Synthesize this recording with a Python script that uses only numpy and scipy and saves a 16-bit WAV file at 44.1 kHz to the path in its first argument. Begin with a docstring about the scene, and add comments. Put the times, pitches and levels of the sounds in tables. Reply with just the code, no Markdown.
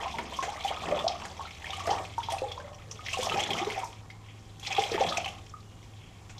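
"""Between two parked cars, a wet towel is rinsed and wrung over a plastic bucket.
Air pockets glug as rising, dying sines; drops, slaps and spray are short tones and bursts of noise.
Swarms of small bubbles and hiss make the churn, and resonances of the bucket's air colour the water.
Dull knocks and dry rubs join in, and the cars and walls return a short, dulled tail.
Farther off, two sines make an engine that changes speed, under a hush of shaped noise."""
import sys
import numpy as np
from scipy import signal
from scipy.fft import rfft, irfft
from scipy.io import wavfile
from scipy.ndimage import uniform_filter1d

SR = 44100
rng = np.random.default_rng(int(sys.argv[2]) if len(sys.argv) > 2 else 0)


def wav_out(sig):
    """Save sig, one row per channel (or a flat mono array), as 16-bit PCM at SR to the path in sys.argv[1]."""
    wavfile.write(sys.argv[1], SR, np.round(np.clip(np.atleast_2d(sig).T, -1, 1) * 32767).astype(np.int16))


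N = 281799   # length in samples

# Spectrum of water trickling off the towel. Each row: frequency in Hz, relative density in dB per Hz.
TRICKLE_SPECTRUM = [(1300, -8), (1600, -13.5), (2120, 5.5), (2970, 3), (3300, 8.5), (3910, -36),
                    (5200, -16)]
# Spectrum of fizz and fine spray. Each row: frequency in Hz, relative density in dB per Hz.
FIZZ_SPECTRUM = [(3000, -1), (3800, 0), (4720, -3.5), (5400, -2), (6250, -4.5), (8580, -15), (9420, -25.5),
                 (12300, -24), (14000, -70), (15400, -50)]

HUSH_DB = -57   # rms of the part above 130 Hz
YARD_T60_S, YARD_DB = 0.31, -12.5   # decay of the reflections; their level against the water
CUTOFF_HZ = 15600
THIN_HZ, THIN_WAVER_HZ = 2880, 6.6   # centre; spread of the pitch
RUB_RISE_DB_PER_S, RUB_FALL_DB_PER_S = 210, 140
KNOCK_HZ, KNOCK_T60_S = 142, 0.056
HOLLOW_WIDTH_HZ = 36   # of each of two resonances in a row
HOLLOW_RISE_DB_PER_S, HOLLOW_FALL_DB_PER_S = 400, 110
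SLAP_T60_S, SLAP_TOP_HZ = 0.086, 2500
FIZZ_DB, FIZZ_FOLLOWS = -54, 0.8   # setting at a trickle of -50 dB; share of the trickle's swing in dB
SURGE_RISE_DB_PER_S, SURGE_FALL_DB_PER_S = 173, 102
HEAVE_REST_DB = -61.5   # the water's mass between surges
SNAP_T60_S = 0.032   # crack
SNAP_TAIL_T60_S, SNAP_TAIL_DB = 0.33, -10   # mist settling; its start against the crack
SNAP_WIDTH_HZ, SNAP_AIR_DB = 1150, -17   # coloured band; broad hiss against it
SNAP_BELOW_PEAK_DB = -8.5   # mean level of the crack's coloured band against the listed peak
SPLASH_DB = -9.5   # broad splash around each drop, against its peak setting
GULP_T60_S, GULP_RISE_OCT = 0.056, 2
TEAR_HZ, GLUG_ROUGH = 190, 0.24   # how fast a ragged pocket flutters; share of flutter 0-1
GLUG_T60_S, GLUG_RISE_OCT = 0.069, 0.1   # ring of a pocket at 800 Hz; every pocket climbs a little
GLUG_LONGER = 0.54   # large, low pockets ring longer: t60 goes with pitch to minus this power


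def from_db(db):
    """Decibels to gain."""
    return 10 ** (np.asarray(db) / 20)


def rms_one(x):
    """Scale to unit power."""
    return x / np.sqrt(np.mean(x ** 2) + 1e-20)


def in_time(rows):
    """Columns of a curve table, one value a sample."""
    s, *columns = np.transpose(rows)
    return [np.interp(np.arange(N) / SR, s, column) for column in columns]


def at_hz(points, hz):
    """Read a spectrum on a log-frequency axis."""
    points = np.array(points)
    return np.interp(np.log(hz), np.log(points[:, 0]), points[:, 1])


def drift(rate_hz):
    """Slow chance with spread 1: low-passed noise drawn every 40 samples."""
    r = np.exp(-80 * np.pi * rate_hz / SR)
    steps = rng.standard_normal(N // 40 + 2002)
    slow = signal.lfilter([1], [1, -2 * r, r * r], steps)[2000:]   # skip the filter's start
    return np.interp(np.arange(N) / 40, np.arange(len(slow)), rms_one(slow))


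def shaped_noise(spectrum):
    """White noise given a spectrum, silent outside it."""
    hz = np.fft.rfftfreq(N, 1 / SR) + 1
    inside = (hz > spectrum[0][0]) & (hz < spectrum[-1][0])
    white = rfft(rng.standard_normal(N))
    return irfft(white * from_db(at_hz(spectrum, hz)) * inside, N)


def band_pass(x, low_hz, high_hz, order):
    """Keep the band between two frequencies."""
    sos = signal.butter(order, [low_hz, high_hz], "band", fs=SR, output="sos")
    return signal.sosfilt(sos, x)


def resonance(x, hz, width_hz):
    """Two-pole peak with gain close to 1 on top."""
    r = np.exp(-np.pi * width_hz / SR)
    zeros = np.array([1, 0, -1]) * (1 - r * r) / 2
    poles = [1, -2 * r * np.cos(2 * np.pi * hz / SR), r * r]
    return signal.lfilter(zeros, poles, x)


def narrow_noise(hz, width_hz):
    """Noise twice through one resonance; rms 1."""
    once = resonance(rng.standard_normal(N), hz, width_hz)
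    return rms_one(resonance(once, hz, width_hz))


def add(out, s, sound):
    """Mix a short sound in at a time."""
    i = int(s * SR)
    out[i:i + len(sound)] += sound[:N - i]


def swells(s, peak_db, rise_db_per_s, fall_db_per_s):
    """Gain that climbs to each peak and falls away from it."""
    since = np.arange(N) / SR - np.array(s)[:, None]
    slope_db = np.minimum(rise_db_per_s * since, -fall_db_per_s * since)
    return from_db(np.array(peak_db)[:, None] + slope_db).sum(axis=0)


def bubble(hz, t60, rise_oct, attack_s):
    """A dying sine; its pitch climbs through the first half as the bubble nears the surface."""
    t60 = np.clip(t60, .008, .5)
    t = np.arange(int(t60 * SR)) / SR
    pitch_hz = hz * 2 ** (rise_oct * np.minimum(2 * t / t60, 1))
    phase = 2 * np.pi * np.cumsum(pitch_hz) / SR
    return np.sin(phase) * from_db(-60 * t / t60) * (1 - np.exp(-t / attack_s))


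def swarm(spectrum, per_s, cycles, spread_db, clump_db, count):
    """Random small bubbles in clumps, dealt over the pitches of a spectrum; rms 1."""
    pitches = np.geomspace(spectrum[0][0], spectrum[-1][0], count)
    clumps = from_db(clump_db * drift(13))
    at = np.nonzero(rng.random(N) < per_s * clumps / SR)[0]
    sizes = from_db(spread_db * np.minimum(rng.exponential(1, N), 3)) * rng.choice([-1, 1], N)
    dealt, out = rng.integers(0, count, N), 0
    for k, hz in enumerate(pitches):
        clicks = np.full(N, 1e-18)
        mine = at[dealt[at] == k]
        clicks[mine] = sizes[mine]
        ring = bubble(hz, cycles / hz, rise_oct=0.402, attack_s=0.15 / hz) * hz
        out = out + from_db(at_hz(spectrum, hz)) * signal.fftconvolve(clicks, ring)[:N]
    slow = np.sqrt(uniform_filter1d(out ** 2, int(.2 * SR)) + 1e-12)
    return rms_one(out / slow)   # even out the slow level; the churn sets it


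def patter(per_s, spread_db, decay_s):
    """Level of many small drops landing at random: each jumps up and dies quickly; rms 1."""
    sizes = from_db(spread_db * np.minimum(rng.exponential(1, N), 3))
    drops = (rng.random(N) < per_s / SR) * sizes
    r = np.exp(-1 / (decay_s * SR))
    dying = signal.lfilter([1], [1, -r], drops + 1e-18)
    return rms_one(signal.lfilter([.05], [1, -.95], dying))   # soften each onset


def hush():
    """Steady outdoor air and far traffic: shaped noise, levelled by its part above the rumble."""
    # Each row: frequency in Hz, relative density in dB per Hz.
    air_spectrum = [(12, -35), (20, -1), (106, 3.7), (129, -4.5), (152, 1), (213, -6.5), (665, -18),
                    (1010, -19.5), (1530, -21.5), (2990, -28.5), (3940, -29.5), (7500, -25.5),
                    (8000, -31.5), (12300, -39), (13400, -45), (15400, -39)]
    air = shaped_noise(air_spectrum)
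    above = signal.sosfilt(signal.butter(4, 130, "high", fs=SR, output="sos"), air)
    return from_db(HUSH_DB + 0.5 * drift(0.92)) * air / np.std(above)


def engine():
    """Two low orders of the firing cycle carry this far; their levels waver."""
    # Engine speed. Each row: time in seconds, cycle rate in Hz.
    engine_speed = [(0, 17.5), (1.6, 17.5), (1.85, 18.6), (2.05, 20.6), (2.25, 22.1), (2.7, 21.6),
                    (3.2, 20.9), (3.6, 21.2), (6.39, 21)]
    # Loudness before the waver. Each row: time in seconds, rms of the fifth and fourth orders in dB.
    order_levels = [(0, -59.5, -52), (1.5, -56, -57), (1.85, -47.5, -53.5), (2.3, -53.5, -49.5),
                    (2.8, -53.5, -55.5), (3.2, -51, -51.5), (3.8, -51, -75), (5, -51, -53),
                    (6.39, -52, -68)]
    fifth_db, fourth_db = in_time(order_levels)
    turn = 2 * np.pi * np.cumsum(in_time(engine_speed)[0]) / SR
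    fifth = from_db(fifth_db + 1.6 * drift(5)) * np.sin(turn * 5)
    fourth = from_db(fourth_db + 1.5 * drift(4)) * np.sin(turn * 4)
    return np.sqrt(2) * (fifth + fourth)   # sines of rms 1


def yard(x):
    """Reflections from car sides and walls: a dense, dulled, dying tail."""
    t = np.arange(int(.5 * SR)) / SR
    tail = rng.standard_normal(len(t)) * from_db(-60 * t / YARD_T60_S) * (t > .006)
    tail = signal.lfilter([.45], [1, -.55], tail)
    return signal.fftconvolve(x, tail / np.sqrt(np.sum(tail ** 2)))[:N]


def thin_tone():
    """A faint, narrow, slightly wavering tone that fades in and out."""
    # Each row: time in seconds, rms level in dB.
    tone_fade = [(5.6, -88), (5.64, -69), (5.84, -70), (5.9, -88)]
    level_db, = in_time(tone_fade)
    phase = 2 * np.pi * np.cumsum(THIN_HZ + THIN_WAVER_HZ * drift(9.8)) / SR
    return np.sqrt(2) * from_db(level_db) * np.sin(phase)


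def rub():
    """Dry rubs of cloth and gloves: grainy friction noise in the trickle's colour."""
    # Each row: hardest grip in seconds, level there in dB.
    grips = [(4.3, -53.5), (5.85, -66), (6.01, -68), (6.07, -56), (6.15, -65)]
    grain = 0.5 + 0.72 * patter(per_s=120, spread_db=-1.0, decay_s=0.0068)
    friction = rms_one(grain * shaped_noise(TRICKLE_SPECTRUM))
    return swells(*np.transpose(grips), RUB_RISE_DB_PER_S, RUB_FALL_DB_PER_S) * friction


def knocks():
    """Dull knocks on the bucket wall: a low, short thud at a steady pitch."""
    # Each row: start in seconds, level in dB.
    wall_hits = [(0.159, -38), (3.342, -27.5)]
    out = np.zeros(N)
    for s, peak_db in wall_hits:
        add(out, s, from_db(peak_db) * bubble(KNOCK_HZ, KNOCK_T60_S, 0, attack_s=0.0027))
    return out


def hollow():
    """The settling water keeps a low air mode sounding, at a pitch that shifts from swell to swell."""
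    # Each row: peak in seconds, level in dB, pitch in Hz.
    hum_swells = [(2.46, -42, 483), (2.602, -43.5, 571), (2.72, -55, 579), (2.85, -52.5, 525),
                  (2.92, -52.5, 445)]
    out = np.zeros(N)
    for s, db, hz in hum_swells:
        gain = swells([s], [db], HOLLOW_RISE_DB_PER_S, HOLLOW_FALL_DB_PER_S)
        out += gain * narrow_noise(hz, HOLLOW_WIDTH_HZ)
    return out


def slaps():
    """Cloth or hand lands flat on the water: a short burst of noise without deep bass or treble."""
    # Each row: start in seconds, level in dB.
    flat_hits = [(0.188, -32.5), (0.426, -30), (1.217, -44), (1.252, -35), (1.873, -33), (2.6, -43),
                 (6.295, -45.5)]
    out = np.zeros(N)
    bursts = rng.standard_normal((len(flat_hits), int(.1 * SR)))
    bursts = band_pass(bursts, 300, SLAP_TOP_HZ, order=2)
    fade = from_db(-60 * np.arange(bursts.shape[1]) / SR / SLAP_T60_S)
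    for (s, peak_db), burst in zip(flat_hits, bursts):
        add(out, s, from_db(peak_db) * fade * rms_one(burst))
    return out


def air_modes(x):
    """The resonances of the air above the water, summed with alternating sign."""
    # Each row: frequency in Hz, width in Hz, gain in dB.
    modes = [(393, 37, -5), (591, 17, -11.5), (775, 67, -10.5), (979, 48, -4.5), (1220, 320, -8.5),
             (1940, 73, -3), (2500, 27, -4), (3280, 50, -35)]
    return sum((-1) ** k * from_db(db) * resonance(x, hz, width_hz)
               for k, (hz, width_hz, db) in enumerate(modes))


def spatter(noise):
    """Fine drops differ in size, so each part of the treble patters on its own."""
    edges = np.geomspace(3000, 15000, 5)
    return sum(patter(per_s=78, spread_db=6.0, decay_s=0.011) * band_pass(noise, low, high, order=2)
               for low, high in zip(edges, edges[1:]))


def churn():
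    """Slosh of large bubbles, trickle of small ones and fizz, each over wet hiss; the mass heaves below."""
    # Large bubbles. Each row: frequency in Hz, relative density in dB per Hz.
    slosh_spectrum = [(230, -40), (393, -10), (560, 1), (765, 2.5), (1100, -3.5), (1470, -19), (1900, -7)]
    # How hard the water is stirred. Each row: time in seconds, slosh setting in dB.
    stirring = [(0, -33.5), (.12, -53), (.8, -43.5), (1.16, -46), (1.55, -52), (1.72, -48.5), (2.01, -49.5),
                (2.15, -56.5), (2.3, -52.5), (2.6, -49.5), (3.02, -53.5), (3.22, -46), (3.72, -40.5),
                (3.95, -53), (4.57, -56.5), (4.75, -44.5), (5.15, -45.5), (5.39, -53), (5.55, -58.5),
                (6.39, -53.5)]
    # Water running off the towel. Each row: time in seconds, trickle setting in dB.
    towel_runoff = [(0, -48), (.3, -52.5), (.55, -53.5), (.65, -46), (.98, -49.5), (1.24, -55.5),
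                    (1.6, -55.5), (1.72, -48), (2.01, -50.5), (2.15, -60), (2.26, -53), (2.42, -55),
                    (2.74, -67), (3.02, -57.5), (3.14, -42.5), (3.72, -45), (3.95, -61.5), (4.09, -71),
                    (4.56, -67.5), (4.68, -42.5), (5.15, -45), (5.55, -70), (6.39, -66.5)]
    # A mass of water thrown about or squeezed out at once.
    # Each row: peak in seconds, added slosh in dB, added fizz in dB, added heave in dB.
    surges = [(.19, -42.5, -93, -42), (.44, -46, -53.5, -62), (0.901, -37, -84, -40), (1.24, -74, -63, -50),
              (1.93, -37.5, -55.5, -45.5), (2.33, -41, -60, -64), (3.24, -46, -44.5, -55),
              (3.35, -38, -83, -44), (3.52, -51, -78, -42), (4.81, -44, -54, -57), (5.061, -37, -70, -41.5)]
    (slosh_db,), (trickle_db,) = in_time(stirring), in_time(towel_runoff)
    fizz_db = FIZZ_DB + FIZZ_FOLLOWS * (trickle_db + 50)
    s, *peaks = np.transpose(surges)
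    slosh_up, fizz_up, heave_up = [
        swells(s, db, SURGE_RISE_DB_PER_S, SURGE_FALL_DB_PER_S) for db in peaks]

    slosh = swarm(slosh_spectrum, per_s=450, cycles=47.5, spread_db=4.5, clump_db=2.5, count=24)
    trickle = swarm(TRICKLE_SPECTRUM, per_s=400, cycles=47, spread_db=3.0, clump_db=6.0, count=18)
    fizz_clump_db = 6 * np.clip((trickle_db + 64) / 15, .2, 1)
    fizz = swarm(FIZZ_SPECTRUM, per_s=1500, cycles=20, spread_db=0.5, clump_db=fizz_clump_db, count=16)

    bubbly = np.clip((slosh_db + 57.5) / 10.6, .15, 1)   # calm water traps little air
    wash = rms_one(air_modes(shaped_noise(slosh_spectrum)))   # moving water keeps the air humming
    wash_gain = 0.39 * from_db(4.96 * bubbly * drift(10.6))
    drops = patter(per_s=50, spread_db=5.5, decay_s=0.006)
    hiss = rms_one(shaped_noise(TRICKLE_SPECTRUM))
    mist = rms_one(shaped_noise(FIZZ_SPECTRUM))
    heave = resonance(rng.standard_normal(N), hz=150, width_hz=640)
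    heave = rms_one(resonance(heave, hz=141, width_hz=140))

    stirred = (from_db(slosh_db) + slosh_up) * (bubbly * slosh + wash_gain * wash)
    running = from_db(trickle_db) * (trickle + (0.12 + 0.99 * drops) * hiss)
    fizzing = fizz + (0.051 + 0.44 * drops) * mist + 1.08 * spatter(mist)
    fizzing = (from_db(fizz_db) + fizz_up) * fizzing
    return stirred + running + fizzing + (from_db(HEAVE_REST_DB) + heave_up) * heave


def snaps():
    """A sheet of water bursts into spray: a coloured treble band over broad hiss, with a softer tail."""
    # Each row: start in seconds, peak setting in dB, strongest frequency in Hz.
    bursting_sheets = [(0.3681, -38, 6010), (0.6494, -34, 6200), (1.2552, -37.5, 6900),
                       (1.4154, -43.5, 5730), (1.7673, -37.5, 7090), (1.799, -38, 5540),
                       (1.867, -30.5, 5010), (2.1824, -39, 5730), (2.3025, -33, 5400), (2.322, -31.5, 8800),
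                       (2.9118, -46, 5740), (3.1276, -34, 5230), (3.1842, -33, 5340), (3.231, -26, 6030),
                       (3.396, -36, 5530), (3.5694, -37, 5100), (3.7908, -36.5, 7120), (3.843, -33.5, 5680),
                       (4.5977, -40, 6030), (4.891, -43, 5580), (5.2889, -40, 5610)]
    out = np.zeros(N)
    bursts = rng.standard_normal((len(bursting_sheets), int(.2 * SR)))
    t = np.arange(bursts.shape[1]) / SR
    fade = from_db(-60 * t / SNAP_T60_S) + from_db(SNAP_TAIL_DB - 60 * t / SNAP_TAIL_T60_S)
    airs = band_pass(bursts, 5000, 13300, order=3)
    for (s, peak_db, hz), air in zip(bursting_sheets, airs):
        coloured = rms_one(resonance(air, hz, SNAP_WIDTH_HZ))
        burst = coloured + from_db(SNAP_AIR_DB) * rms_one(air)
        add(out, s, from_db(peak_db + SNAP_BELOW_PEAK_DB) * fade * burst)
    return out


def splats():
    """Each drop: a small bubble in noise around its pitch, a broad splash, and fine spray above."""
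    # Drops hitting the surface. Each row: start in seconds, peak setting in dB, bubble pitch in Hz,
    # bubble t60 in seconds, spray setting in dB.
    falling_drops = [(0.1852, -22, 2150, 0.018, -56), (0.3336, -35, 3140, 0.15, -57),
                     (0.4249, -33.5, 1986, 0.17, -39), (0.5662, -33, 2190, 0.033, -58),
                     (0.637, -31.5, 3360, 0.065, -42.5), (0.6783, -26.5, 3070, 0.089, -57),
                     (0.99, -28, 3400, 0.066, -59), (1.0788, -26.5, 5000, 0.027, -19.5),
                     (1.2189, -29, 2860, 0.019, -56), (1.4705, -35.5, 2184, 0.077, -62),
                     (1.621, -34, 1960, 0.026, -59), (1.6432, -27, 1790, 0.036, -64),
                     (1.6675, -28, 2150, 0.032, -56), (1.705, -27, 3520, 0.022, -36),
                     (1.732, -28.5, 2920, 0.049, -60), (1.803, -33, 2780, 0.034, -44),
                     (1.9032, -30.5, 3070, 0.069, -35.5), (2.2045, -30.5, 3350, 0.017, -60),
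                     (2.2302, -34, 3200, 0.11, -46.5), (2.3032, -30.5, 3270, 0.094, -57),
                     (2.32, -31, 3270, 0.047, -35.5), (2.383, -32, 2590, 0.043, -37),
                     (2.483, -39.5, 3450, 0.091, -69), (2.517, -29, 3310, 0.043, -42),
                     (2.745, -42.5, 5650, 0.046, -57), (2.9116, -32.5, 5640, 0.054, -36.5),
                     (3.0624, -27, 2030, 0.035, -36), (3.085, -23.5, 1950, 0.022, -64),
                     (3.132, -24.5, 2660, 0.069, -30), (3.232, -31, 3320, 0.038, -43),
                     (3.2963, -17.5, 2550, 0.021, -53), (3.3207, -27.5, 2980, 0.069, -66),
                     (3.3414, -25.5, 2450, 0.039, -54), (3.3728, -30, 2390, 0.053, -41),
                     (3.4013, -24, 3160, 0.047, -28.5), (3.436, -20, 3280, 0.029, -26.5),
                     (3.505, -19.5, 3210, 0.047, -61), (3.532, -20.5, 3120, 0.028, -31.5),
                     (3.5776, -31.5, 2140, 0.12, -40.5), (3.647, -27, 3720, 0.027, -40),
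                     (3.7005, -25, 2164, 0.044, -41), (3.745, -31, 2480, 0.041, -55),
                     (3.7797, -40.5, 2230, 0.14, -54), (4.1012, -37.5, 2075, 0.044, -51),
                     (4.629, -35.5, 3280, 0.087, -47), (4.649, -33, 2500, 0.035, -49),
                     (4.6683, -34, 3520, 0.041, -29), (4.724, -22.5, 2440, 0.034, -30),
                     (4.749, -26, 3330, 0.031, -50), (4.7775, -32, 3400, 0.063, -53),
                     (4.793, -26, 3380, 0.036, -37), (4.8177, -29, 2060, 0.047, -43),
                     (4.8375, -21, 3280, 0.032, -52), (4.9145, -44, 3280, 0.049, -33),
                     (4.9404, -26.5, 1800, 0.052, -53), (4.956, -26.5, 1810, 0.04, -45),
                     (5.007, -34, 3460, 0.059, -37), (5.065, -28, 3280, 0.075, -45),
                     (5.0865, -35, 3420, 0.093, -32.5), (5.1254, -23.5, 3280, 0.027, -37),
                     (5.171, -19, 2450, 0.042, -24), (5.244, -30, 2980, 0.04, -39.5),
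                     (5.2595, -22, 2530, 0.02, -34), (5.278, -29, 2860, 0.056, -43),
                     (5.495, -48, 5400, 0.034, -46), (5.604, -55, 3500, 0.03, -51),
                     (6.296, -50, 2500, 0.12, -48.5), (6.38, -45, 3300, 0.043, -44)]
    out, splash_gate = np.zeros((2, N))
    mist = rms_one(shaped_noise(FIZZ_SPECTRUM))
    tints_hz = rng.uniform(3700, 7400, len(falling_drops))   # every spray has its own colour
    puffs = rng.standard_normal((len(falling_drops), int(.12 * SR)))
    t = np.arange(puffs.shape[1]) / SR
    for (s, peak_db, hz, t60, spray_db), puff, tint_hz in zip(falling_drops, puffs, tints_hz):
        dying = from_db(-60 * t / np.clip(t60, .01, .2))
        fade = dying * (1 - np.exp(-t / 0.0034))
        add(out, s, from_db(peak_db - 2.0) * bubble(hz, t60, rise_oct=0.183, attack_s=0.00031))
        add(out, s, from_db(peak_db - 1.5) * fade * rms_one(resonance(puff, hz, width_hz=246)))
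        add(splash_gate, s, from_db(peak_db + SPLASH_DB) * dying)
        spray = np.roll(mist, -int(s * SR))[:len(t)]
        spray = resonance(resonance(spray, tint_hz, width_hz=2400), tint_hz, width_hz=3800)
        add(out, s, from_db(spray_db + 9.5) * fade * spray)
    return out + splash_gate * rms_one(shaped_noise(TRICKLE_SPECTRUM))


def gulps():
    """Water folds over a hollow, which closes quickly, so its pitch sweeps up."""
    # Each row: start in seconds, level in dB, starting pitch in Hz.
    folds = [(.474, -26, 400), (0.705, -17.5, 475), (0.882, -23, 312), (1.873, -24, 333),
             (1.889, -19.5, 335), (1.913, -18.5, 361), (2.003, -27.5, 303), (2.212, -36, 960),
             (5.003, -14, 335), (5.047, -21, 380)]
    out = np.zeros(N)
    for s, peak_db, hz in folds:
        add(out, s, from_db(peak_db) * bubble(hz, GULP_T60_S, GULP_RISE_OCT, attack_s=0.0045))
    return out


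def glugs():
    """Each closing air pocket rings at its own pitch and flutters, which widens it into a band."""
    # Each row: start in seconds, strength in dB, starting pitch in Hz, attack in ms.
    pockets = [(0.022, -23, 710, 4), (0.058, -19.5, 1006, 1.8), (0.062, -24, 752, 2.6),
               (0.141, -20, 890, 2.8), (0.187, -19.5, 930, 1.2), (0.322, -29, 980, 1),
               (0.388, -14, 1037, 2.3), (0.426, -22, 1016, 0.66), (0.436, -22, 701, 2.9),
               (0.479, -13.5, 797, 11), (0.555, -29, 598, 8.9), (0.646, -16.5, 775, 1.2),
               (0.707, -17.5, 724, 3.6), (0.769, -28, 1220, .6), (0.886, -25.5, 730, 1.1),
               (0.921, -10.5, 575, 0.6), (0.965, -22, 557, 0.77), (1.043, -15.5, 634, 1.5),
               (1.066, -13.5, 710, 1.9), (1.1, -26, 765, 1), (1.22, -28.5, 964, 0.37),
               (1.395, -25.5, 893, 0.69), (1.408, -27.5, 1070, 0.41), (1.452, -31, 1316, 0.79),
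               (1.697, -27.5, 755, 1.5), (1.731, -27.5, 1170, 0.99), (1.779, -30.5, 744, 1.1),
               (1.804, -24.5, 1120, 0.91), (1.856, -23, 1140, 1.5), (1.873, -18.5, 663, 1.4),
               (1.892, -17.5, 735, 1.3), (1.908, -15.5, 798, 1.6), (1.929, -20.5, 905, 0.7),
               (2.18, -12, 910, 2), (2.286, -18, 900, 1.2), (2.321, -21.5, 664, 0.71),
               (2.334, -21.5, 775, 1.2), (2.366, -26, 741, 1.2), (2.419, -19, 515, 0.72),
               (2.434, -19, 800, 4.9), (2.515, -30, 753, 12), (2.577, -24.5, 993, 1.3), (2.6, -36, 1546, 1),
               (2.992, -30.5, 1220, 1.2), (3.141, -23.5, 1060, 0.52), (3.172, -22.5, 752, 1.5),
               (3.19, -19.5, 496, 1.1), (3.269, -19.5, 724, 1), (3.315, -18.5, 1243, 1.8),
               (3.339, -26, 371, 0.73), (3.358, -20, 790, 3), (3.377, -19, 802, 1.9), (3.49, -21, 845, 1.8),
               (3.502, -22, 775, 1.6), (3.509, -27, 395, 1.5), (3.597, -21.5, 718, 1.5),
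               (3.613, -24, 353, 0.7), (3.622, -23, 786, 0.66), (3.667, -18, 409, 6),
               (3.776, -20.5, 745, 0.83), (3.832, -20, 945, 2.8), (3.844, -24.5, 902, 0.3),
               (4.672, -31, 812, 3), (4.705, -29, 764, 1.1), (4.78, -10, 778, 3.4), (4.785, -20, 430, 1.3),
               (4.823, -19, 775, 1.9), (4.916, -18.5, 455, 1.8), (4.944, -18.5, 393, 1.4),
               (4.979, -14, 862, 0.98), (5.005, -16.5, 537, 1.1), (5.014, -12, 761, 1.9),
               (5.044, -17.5, 710, 1.9), (5.121, -20.5, 1220, 1.7), (5.181, -19, 703, 0.79),
               (5.258, -26, 764, 1.6), (5.28, -31, 720, 1.8), (5.538, -32, 1206, 0.68)]
    out = np.zeros(N)
    tears = rng.standard_normal((len(pockets), SR))
    r = np.exp(-2 * np.pi * TEAR_HZ / SR)
    for (s, peak_db, hz, attack_ms), tear in zip(pockets, tears):
        t60 = GLUG_T60_S * (hz / 800) ** -GLUG_LONGER
        ring = bubble(hz, t60, GLUG_RISE_OCT, attack_s=max(attack_ms, .2) / 1000)
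        ragged = rms_one(signal.lfilter([1], [1, -2 * r, r * r], tear))[SR // 2:][:len(ring)]
        add(out, s, from_db(peak_db) * ring * (1 - GLUG_ROUGH + GLUG_ROUGH * ragged))
    return out


def bucket(water):
    """The air above the water rings on after every sound."""
    return 0.84 * water + .5 * air_modes(water)


def scene():
    """Water in the bucket and the small sounds around it, their reflections, and the background."""
    water = bucket(glugs() + gulps() + splats() + snaps() + churn() + slaps())
    near = water + knocks() + hollow() + rub() + thin_tone()
    return (near + from_db(YARD_DB) * yard(near) + engine() + hush())[None]


def record(dry):
    """A steep low-pass takes at least 50 dB off everything above the cutoff."""
    return signal.sosfilt(signal.cheby2(16, 50, CUTOFF_HZ, fs=SR, output="sos"), dry)


dry = scene()
out = record(dry)
wav_out(out)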